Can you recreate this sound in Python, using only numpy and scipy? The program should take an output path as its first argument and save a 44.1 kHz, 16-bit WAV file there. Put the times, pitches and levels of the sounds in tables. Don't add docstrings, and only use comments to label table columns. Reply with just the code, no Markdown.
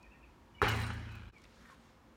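import sys
import numpy as np
from scipy import signal
from scipy.io import wavfile

SR = 44100
rng = np.random.default_rng(int(sys.argv[2]) if len(sys.argv) > 2 else 0)


def dump_mix(stems):
    frames = np.atleast_2d(stems).T
    limited = np.clip(frames, -1, 1)
    pcm = np.round(limited * 32767).astype(np.int16)
    wavfile.write(sys.argv[1], SR, pcm)


def makeup_ratio(level_db):
    decades = np.asarray(level_db, float) / 20
    return 10 ** decades


N = 95608
TIME_S = np.arange(N) / SR
CUT_S = 1.316
HIT_S = 0.618
HIT_RISE_S = 0.0047
STAND_S = 0.628


def at_hz(points, hz):
    pitch_hz, value = np.transpose(points)
    return np.interp(np.log(hz), np.log(pitch_hz), value)


def rms_one(x):
    return x / np.sqrt(np.mean(x ** 2) + 1e-20)


def ring(x, hz, t60):
    r = makeup_ratio(-60 / (t60 * SR))
    w = 2 * np.pi * hz / SR
    return signal.lfilter([0, np.sin(w)], [1, -2 * r * np.cos(w), r * r], x + 1e-18)


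def noise_near(hz, q, white):
    b, a = signal.iirpeak(hz, q, SR)
    return rms_one(signal.lfilter(b, a, signal.lfilter(b, a, white)))


def drift(rate_hz):
    r = np.exp(-2 * np.pi * rate_hz / SR)
    wander = signal.lfilter([1], [1, -2 * r, r * r], rng.standard_normal(N + SR))
    return rms_one(wander[SR:])


def bump(s, width):
    return np.exp(-0.5 * ((TIME_S - s) / width) ** 2)


def dying(s, rise, t60):
    t = np.maximum(TIME_S - s, 0)
    return (1 - np.exp(-t / rise)) * makeup_ratio(-60 * t / t60)


def banded(spectrum, patchy_db, shape=None):
    edges = 28.0 * 2 ** (np.arange(29) / 3)
    white = rng.standard_normal((2, N + 4000))
    total, shaped = 0, 0
    for k, (lo, hi) in enumerate(zip(edges, edges[1:])):
        if hi <= 0.7 * spectrum[0][0]:
            continue
        level = makeup_ratio(at_hz(spectrum, np.sqrt(lo * hi)) + patchy_db * drift(8.2))
        sos = signal.butter(2, [lo, hi], "band", fs=SR, output="sos")
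        band = level * signal.sosfilt(sos, white[k % 2])[4000:]
        total = total + band
        shaped = shaped + band * (shape(lo * 1.29) if shape else 1)
    return shaped / np.std(total)


def glides(rows, rough_db):
    out = np.zeros(N + SR)
    waver = makeup_ratio(rough_db * drift(88))
    for s, length, from_hz, to_hz, db in rows:
        u = np.linspace(0, 1, int(length * SR))
        i = int(s * SR)
        phase = 2 * np.pi * np.cumsum(from_hz + (to_hz - from_hz) * u) / SR
        swell = np.sqrt(np.abs(np.sin(np.pi * u)))
        out[i:i + len(u)] += makeup_ratio(db) * np.sqrt(2) * swell * np.sin(phase)
    return out[:N] * waver


# [dB, into modes under 600 Hz]
BALL_BLOWS = [(0.6175, -11, -5.5), (0.6275, -14.5, 8), (.6294, -17, -5), (0.6467, -22, -10),
              (0.6506, -27, -8), (0.66, -29, -14), (0.6315, -32, 9), (.6433, -24.5, 3.5),
              (0.6686, -17.5, -4), (.6815, -28, -18), (.702, -28, -11), (.717, -26.5, -3), (0.722, -30, -9),
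              (.738, -27.5, -5), (0.742, -29, 2.5), (0.793, -35, -15), (0.861, -64, -11),
              (.9035, -30.5, -14), (1.149, -48, -16)]
# pitch_hz [Hz], level_db [dB], t60_s [s]
BOARD_MODES = [(416, -9, 0.055), (508, -19.5, 0.066), (130, -14.5, 0.03), (783, -14.5, 0.046),
               (1170, -33, 0.026), (1205, -22, 0.096), (1312, 3.5, 0.0092), (1510, -29, 0.059),
               (1700, -11.5, 0.02), (2100, -15, 0.011), (2300, -20.5, 0.023), (2900, -21, 0.017),
               (3820, -20.5, 0.024)]


def board():
    start_s, level_db, low_db = np.transpose(BALL_BLOWS)
    spread_db = rng.normal(0, 1.2, (len(start_s), len(BOARD_MODES)))
    out = np.zeros(N)
    for k, (hz, mode_db, t60) in enumerate(BOARD_MODES):
        clicks = np.zeros(N)
        click_db = level_db + mode_db - 5 + spread_db[:, k] + low_db * (hz < 600)
        clicks[(start_s * SR).astype(int)] = makeup_ratio(click_db) * (-1) ** k
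        out += ring(clicks, hz, t60)
    contact_hz = 3000
    return signal.sosfilt(signal.butter(3, contact_hz, fs=SR, output="sos"), out)


# pitch_hz [Hz], level_db [dB], t60_s [s], swell_s [s]
STAND_MODES = [(51.9, -44.5, 4.6, 0.14), (57, -57, 1.5, .02), (80.2, -28.5, 1.54, 0.22),
               (109.6, -31.5, 1.94, 0.041), (189, -45, 1.97, 0.24), (229.4, -42, 1.09, 0.021),
               (243, -42.5, 1.37, 0.085), (272, -41, 0.49, 0.014), (314.4, -57, 0.35, .05),
               (411.6, -40, 0.46, 0.025)]
# pitch_hz [Hz], level_db [dB], t60_s [s]
PANEL_PUSH = [(56, -30, .1), (96, -30, 0.12), (136, -32, 0.09)]


def stand():
    t = np.maximum(TIME_S - STAND_S, 0)
    out = np.zeros(N)
    for hz, db, t60, swell in STAND_MODES:
        wobble = makeup_ratio((1 + hz / 200) * drift(7))
        out += makeup_ratio(db) * wobble * dying(STAND_S, swell, t60) * np.sin(2 * np.pi * hz * t)
    for hz, db, t60 in PANEL_PUSH:
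        out += makeup_ratio(db) * dying(STAND_S, 0.0025, t60) * np.sin(2 * np.pi * hz * t)
    return out


# pitch_hz [Hz], level_db [dB], t60_s [s]
RIM_MODES = [(843, 0, 0.04), (1040, -27, 0.032), (1213, -3.5, 0.086), (1287, -12, 0.13), (1455, -2, 0.12),
             (1578, 7.5, 0.023), (1750, -3, 0.041), (5000, -34, 0.0079), (2070, -10, 0.085),
             (2400, -7.5, 0.082), (2700, -16, 0.036), (2952, -2.5, 0.043), (3250, -1, 0.028),
             (4006, 2.5, 0.014)]


def rattle():
    knocks_per_s, rattle_t60_s, wander_db = 620, 1, 3.0
    happens = rng.random(N) < knocks_per_s * makeup_ratio(2.5 * drift(30)) / SR
    knocks = happens * makeup_ratio(3.0 * np.minimum(rng.exponential(1, N), 4))
    fade = dying(HIT_S, HIT_RISE_S, rattle_t60_s)
    out = np.zeros(N)
    for hz, db, t60 in RIM_MODES:
        hits = knocks * rng.standard_normal(N) * fade
        out += makeup_ratio(db + wander_db * drift(6.6)) * ring(hits, hz, t60)
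    return makeup_ratio(-38 - 13.5) * out


# pitch_hz [Hz], level_db [dB per Hz]
ECHO_COLOUR = [(76, -24), (130, -8), (141, -2), (361, -6.5), (415, -3), (571, -9), (819, -5.5),
               (2140, -3.5), (15500, -48)]
# pitch_hz [Hz], t60_s [s]
ECHO_T60 = [(160, 2.3), (420, 1.04), (1110, 1.047), (2940, 1.094), (7760, 1.24)]


def echo_tail():
    tail = banded(ECHO_COLOUR, 1.77, lambda hz: dying(HIT_S, HIT_RISE_S, at_hz(ECHO_T60, hz)))
    tail = signal.sosfilt(signal.butter(4, 150, "high", fs=SR, output="sos"), tail)
    gap_hz, gap_wide_hz, gap_share = 3550, 450, 0.6
    b, a = signal.iirpeak(gap_hz, gap_hz / gap_wide_hz, SR)
    tail -= gap_share * signal.lfilter(b, a, tail)
    return makeup_ratio(-32.5) * tail


# start_s [s], length_s [s], level_db [dB]
STAND_SHUDDERS = [
    (0.909, 0.0027, 5),
    (1.16, 0.043, 1.5),
    (1.26, 0.034, -2.5),
]


def hoop():
    shudder_db = sum(db * bump(s, w) for s, w, db in STAND_SHUDDERS)
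    return board() + stand() + (rattle() + echo_tail()) * makeup_ratio(shudder_db)


# start_s [s], pitch_hz [Hz], level_db [dB], t60_s [s]
METAL_PINGS = [(.641, 2320, -31.5, 0.037), (0.662, 1400, -34, .06), (.674, 1710, -31.5, 0.053),
               (0.694, 2920, -38.5, 0.17), (.712, 2160, -34.5, 0.081), (0.728, 2760, -39, 0.094),
               (0.74, 850, -37, 0.084), (.75, 2380, -45, 0.1), (.782, 1880, -38, 0.053),
               (.818, 2800, -45, 0.056), (.85, 2250, -40, 0.039), (.898, 1545, -46, 0.056),
               (.9, 3000, -43, 0.056), (.9, 850, -51, 0.042), (.93, 1950, -50, 0.07), (1.002, 620, -52, .1),
               (1.085, 2500, -57, .1)]


def pings():
    out = np.zeros(N)
    for s, hz, db, t60 in METAL_PINGS:
        out += makeup_ratio(db) * dying(s, 0.0032, t60) * np.sin(2 * np.pi * hz * TIME_S)
    return out * makeup_ratio(2.6 * drift(66))


# start_s [s], length_s [s], level_db [dB]
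BOARD_SWAYS = [
    (1.14, 0.17, -62),
    (1.269, -0.25, -74),
]
# pitch_hz [Hz], level_db [dB], t60_s [s]
BRACKET_MODES = [(1566, 7.5, 0.011), (2430, 3.5, 0.0084), (2910, -2, 0.015), (4050, -19, 0.044)]


def bracket():
    slips = rng.standard_normal(N) * (rng.random(N) < 900 / SR)
    body = sum(makeup_ratio(db) * rms_one(ring(slips, hz, t60)) for hz, db, t60 in BRACKET_MODES)
    return rms_one(body) * sum(makeup_ratio(db) * bump(s, w) for s, w, db in BOARD_SWAYS)


# start_s [s], t60_s [s], level_db [dB]
NET_BRUSHES = [(0.6155, 0.022, -42), (0.6195, 0.019, -48), (0.624, .04, -49), (0.682, 0.05, -38),
               (0.699, 0.54, -52), (.757, 0.1, -51.5), (.797, 0.09, -52), (.815, 0.098, -54),
               (.863, 0.065, -51), (0.931, 0.099, -59), (1.117, 0.089, -65), (1.151, 0.059, -61),
               (1.209, 0.025, -68)]
# pitch_hz [Hz], level_db [dB per Hz]
CORD_COLOUR = [(2500, 6.5), (5000, 6), (9000, -1.5), (12000, -7.5), (15500, -6)]


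def net():
    puffs = sum(makeup_ratio(db) * dying(s, 0.0015, t60) for s, t60, db in NET_BRUSHES)
    brushing = banded(CORD_COLOUR, 1.5) * puffs
    hook_hz, hook_t60_s = 8900, 2.2 / 980
    jingle = ring(rng.standard_normal(N), hook_hz, hook_t60_s)
    jingle = rms_one(ring(jingle, hook_hz, hook_t60_s))
    flutter = makeup_ratio(2.5 * drift(40))
    return brushing + makeup_ratio(-64.5) * flutter * jingle * bump(0.836, 0.08)


# start_s [s], length_s [s], level_db [dB], pitch_hz [Hz]
CORD_SNAPS = [(0.623, 0.0014, -50, 11200), (0.691, 0.0036, -45.5, 12700), (.695, 0.0026, -46.5, 6440),
              (.704, 0.0011, -49, 5870), (0.72, 0.0039, -52, 6400), (0.765, 0.0025, -63, 10900),
              (0.821, 0.0035, -59, 12000), (1.117, 0.0013, -68.5, 7500), (1.124, .002, -73, 12100),
              (1.153, .002, -66, 15000)]


def snaps():
    white = rng.standard_normal(N)
    return sum(makeup_ratio(db) * noise_near(hz, 2.2, white) * bump(s, width) for s, width, db, hz in CORD_SNAPS)


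# start_s [s], length_s [s], from_hz [Hz], to_hz [Hz], level_db [dB]
SOLE_SQUEAKS = [
    (1.65, 0.066, 1920, 1750, -67.5),
    (1.697, 0.0395, 1160, 1040, -57.5),
]
# pitch_hz [Hz], level_db [dB per Hz]
SCRAPE_COLOUR = [(500, -41), (1400, 7.5), (2500, -7.5), (6000, -13.5), (15000, -28)]
# start_s [s], length_s [s], level_db [dB]
CLOTH_RUSTLES = [
    (1.53, 0.15, -70.5),
    (1.869, 0.065, -72),
]
# pitch_hz [Hz], level_db [dB per Hz]
CLOTH_COLOUR = [(1000, 0), (3000, 3), (7000, -5), (12000, -21)]
# start_s [s], level_db [dB], pitch_hz [Hz]
GRIT_TICKS = [(.03, -66.5, 5000), (1.384, -67, 4380), (1.42, -66, 5950), (1.441, -62, 4270),
              (1.443, -59, 2250), (1.454, -60, 2300), (1.647, -68, 1600), (1.654, -62, 1410),
              (1.659, -58, 1700), (1.64, -69, 1600), (1.693, -59, 1800), (1.745, -69, 2450)]


def shoes():
    squeaks = glides(SOLE_SQUEAKS, 3.2)
    scrape = makeup_ratio(-62.5 + 1.7 * drift(50)) * banded(SCRAPE_COLOUR, 1.1) * bump(1.675, 0.059)
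    rustles = banded(CLOTH_COLOUR, 1.7) * sum(makeup_ratio(db) * bump(s, w) for s, w, db in CLOTH_RUSTLES)
    heel_s, heel_hz, heel_t60_s = 1.699, 1330, 0.0043
    tap = makeup_ratio(-39 - 19.5) * (np.arange(N) == int(heel_s * SR))
    heel = ring(ring(tap, heel_hz, heel_t60_s), heel_hz, heel_t60_s)
    white = rng.standard_normal(N)
    ticks = sum(makeup_ratio(db) * noise_near(hz, 1.2, white) * bump(s, 0.0021) for s, db, hz in GRIT_TICKS)
    return squeaks + scrape + rustles + heel + ticks


# start_s [s], length_s [s], from_hz [Hz], to_hz [Hz], level_db [dB]
BIRD_NOTES = [(0., 0.028, 2400, 2520, -67.5), (.03, 0.019, 2624, 2300, -63), (.09, 0.032, 2445, 2660, -68),
              (.115, 0.019, 2760, 2570, -62.5), (.128, 0.012, 2620, 2300, -63.5),
              (.20, 0.022, 2594, 2400, -70.5), (.228, 0.025, 2700, 2293, -64.5),
              (.265, 0.045, 2550, 2474, -78), (.06, 0.033, 2570, 2480, -77), (.045, 0.039, 1860, 1830, -73),
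              (.135, 0.041, 1845, 1850, -72), (.535, 0.028, 3000, 2900, -68),
              (.575, 0.024, 2845, 2900, -69.5), (.56, 0.019, 2300, 2250, -68.5),
              (.583, 0.026, 2210, 2580, -59.5), (1.09, 0.032, 2540, 2453, -62),
              (1.13, 0.034, 2613, 2370, -61), (1.268, 0.015, 3250, 3250, -70),
              (1.105, 0.024, 3920, 4050, -69), (1.265, 0.032, 3980, 4010, -73),
              (1.315, 0.078, 2580, 2100, -68)]


def birds():
    chirps = glides(BIRD_NOTES, 3.5)
    echo_s = np.arange(SR // 8) / SR
    echo = rng.standard_normal(SR // 8) * makeup_ratio(-60 * echo_s / 0.3)
    return 0.75 * chirps + makeup_ratio(-30) * signal.fftconvolve(chirps, echo)[:N]


# pitch_hz [Hz], level_db [dB per Hz]
AIR_COLOUR = [(55, -1), (190, -9), (240, -8), (650, -17.5), (1000, -14.5), (3000, -28.5), (6500, -36.5),
              (12000, -53)]


def street():
    air = makeup_ratio(-61.5) * banded(AIR_COLOUR, 0.51)
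    hum_hz, hum_wide_hz = 58.9, 9.1
    hum = rms_one(ring(rng.standard_normal(N + SR), hum_hz, 3.6 / hum_wide_hz)[SR:])
    hum_db = -65 - 6 * (TIME_S > CUT_S)
    return air + makeup_ratio(hum_db) * hum + makeup_ratio(-83.5) * rng.standard_normal(N)


# pitch_hz [Hz], level_before_db [dB, before the scene changes], level_after_db [dB]
MACHINE_WHINE = [(229.5, -72.5, -70), (347.4, -76.5, -80.5), (520.2, -79, -79), (941, -77.5, -98),
                 (992, -83, -94)]


def whine():
    late = TIME_S > CUT_S
    out = np.zeros(N)
    for hz, before_db, after_db in MACHINE_WHINE:
        tone = rms_one(ring(rng.standard_normal(N + SR), hz, 0.7)[SR:])
        out += makeup_ratio(np.where(late, after_db, before_db)) * tone
    return out


def scene():
    first = TIME_S < CUT_S
    hoop_and_ball = (hoop() + pings() + bracket() + net() + snaps()) * first
    air = street() * makeup_ratio(-0.5 * ~first)
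    return (hoop_and_ball + shoes() + birds() + air + whine())[None]


def low_pass(x):
    return signal.sosfilt(signal.butter(12, 15830, fs=SR, output="sos"), x)


def record(dry):
    mix = signal.sosfilt(signal.butter(5, 41.2, "high", fs=SR, output="sos"), dry)
    limit = 0.47
    mix = limit * np.tanh(mix / limit)
    t = TIME_S - CUT_S
    fade_out_s, fade_in_s = 0.025, 0.022
    mix = mix * np.clip(np.maximum(-t / fade_out_s, t / fade_in_s), 0.02, 1)
    return low_pass(mix)


dry = scene()
out = record(dry)
dump_mix(out)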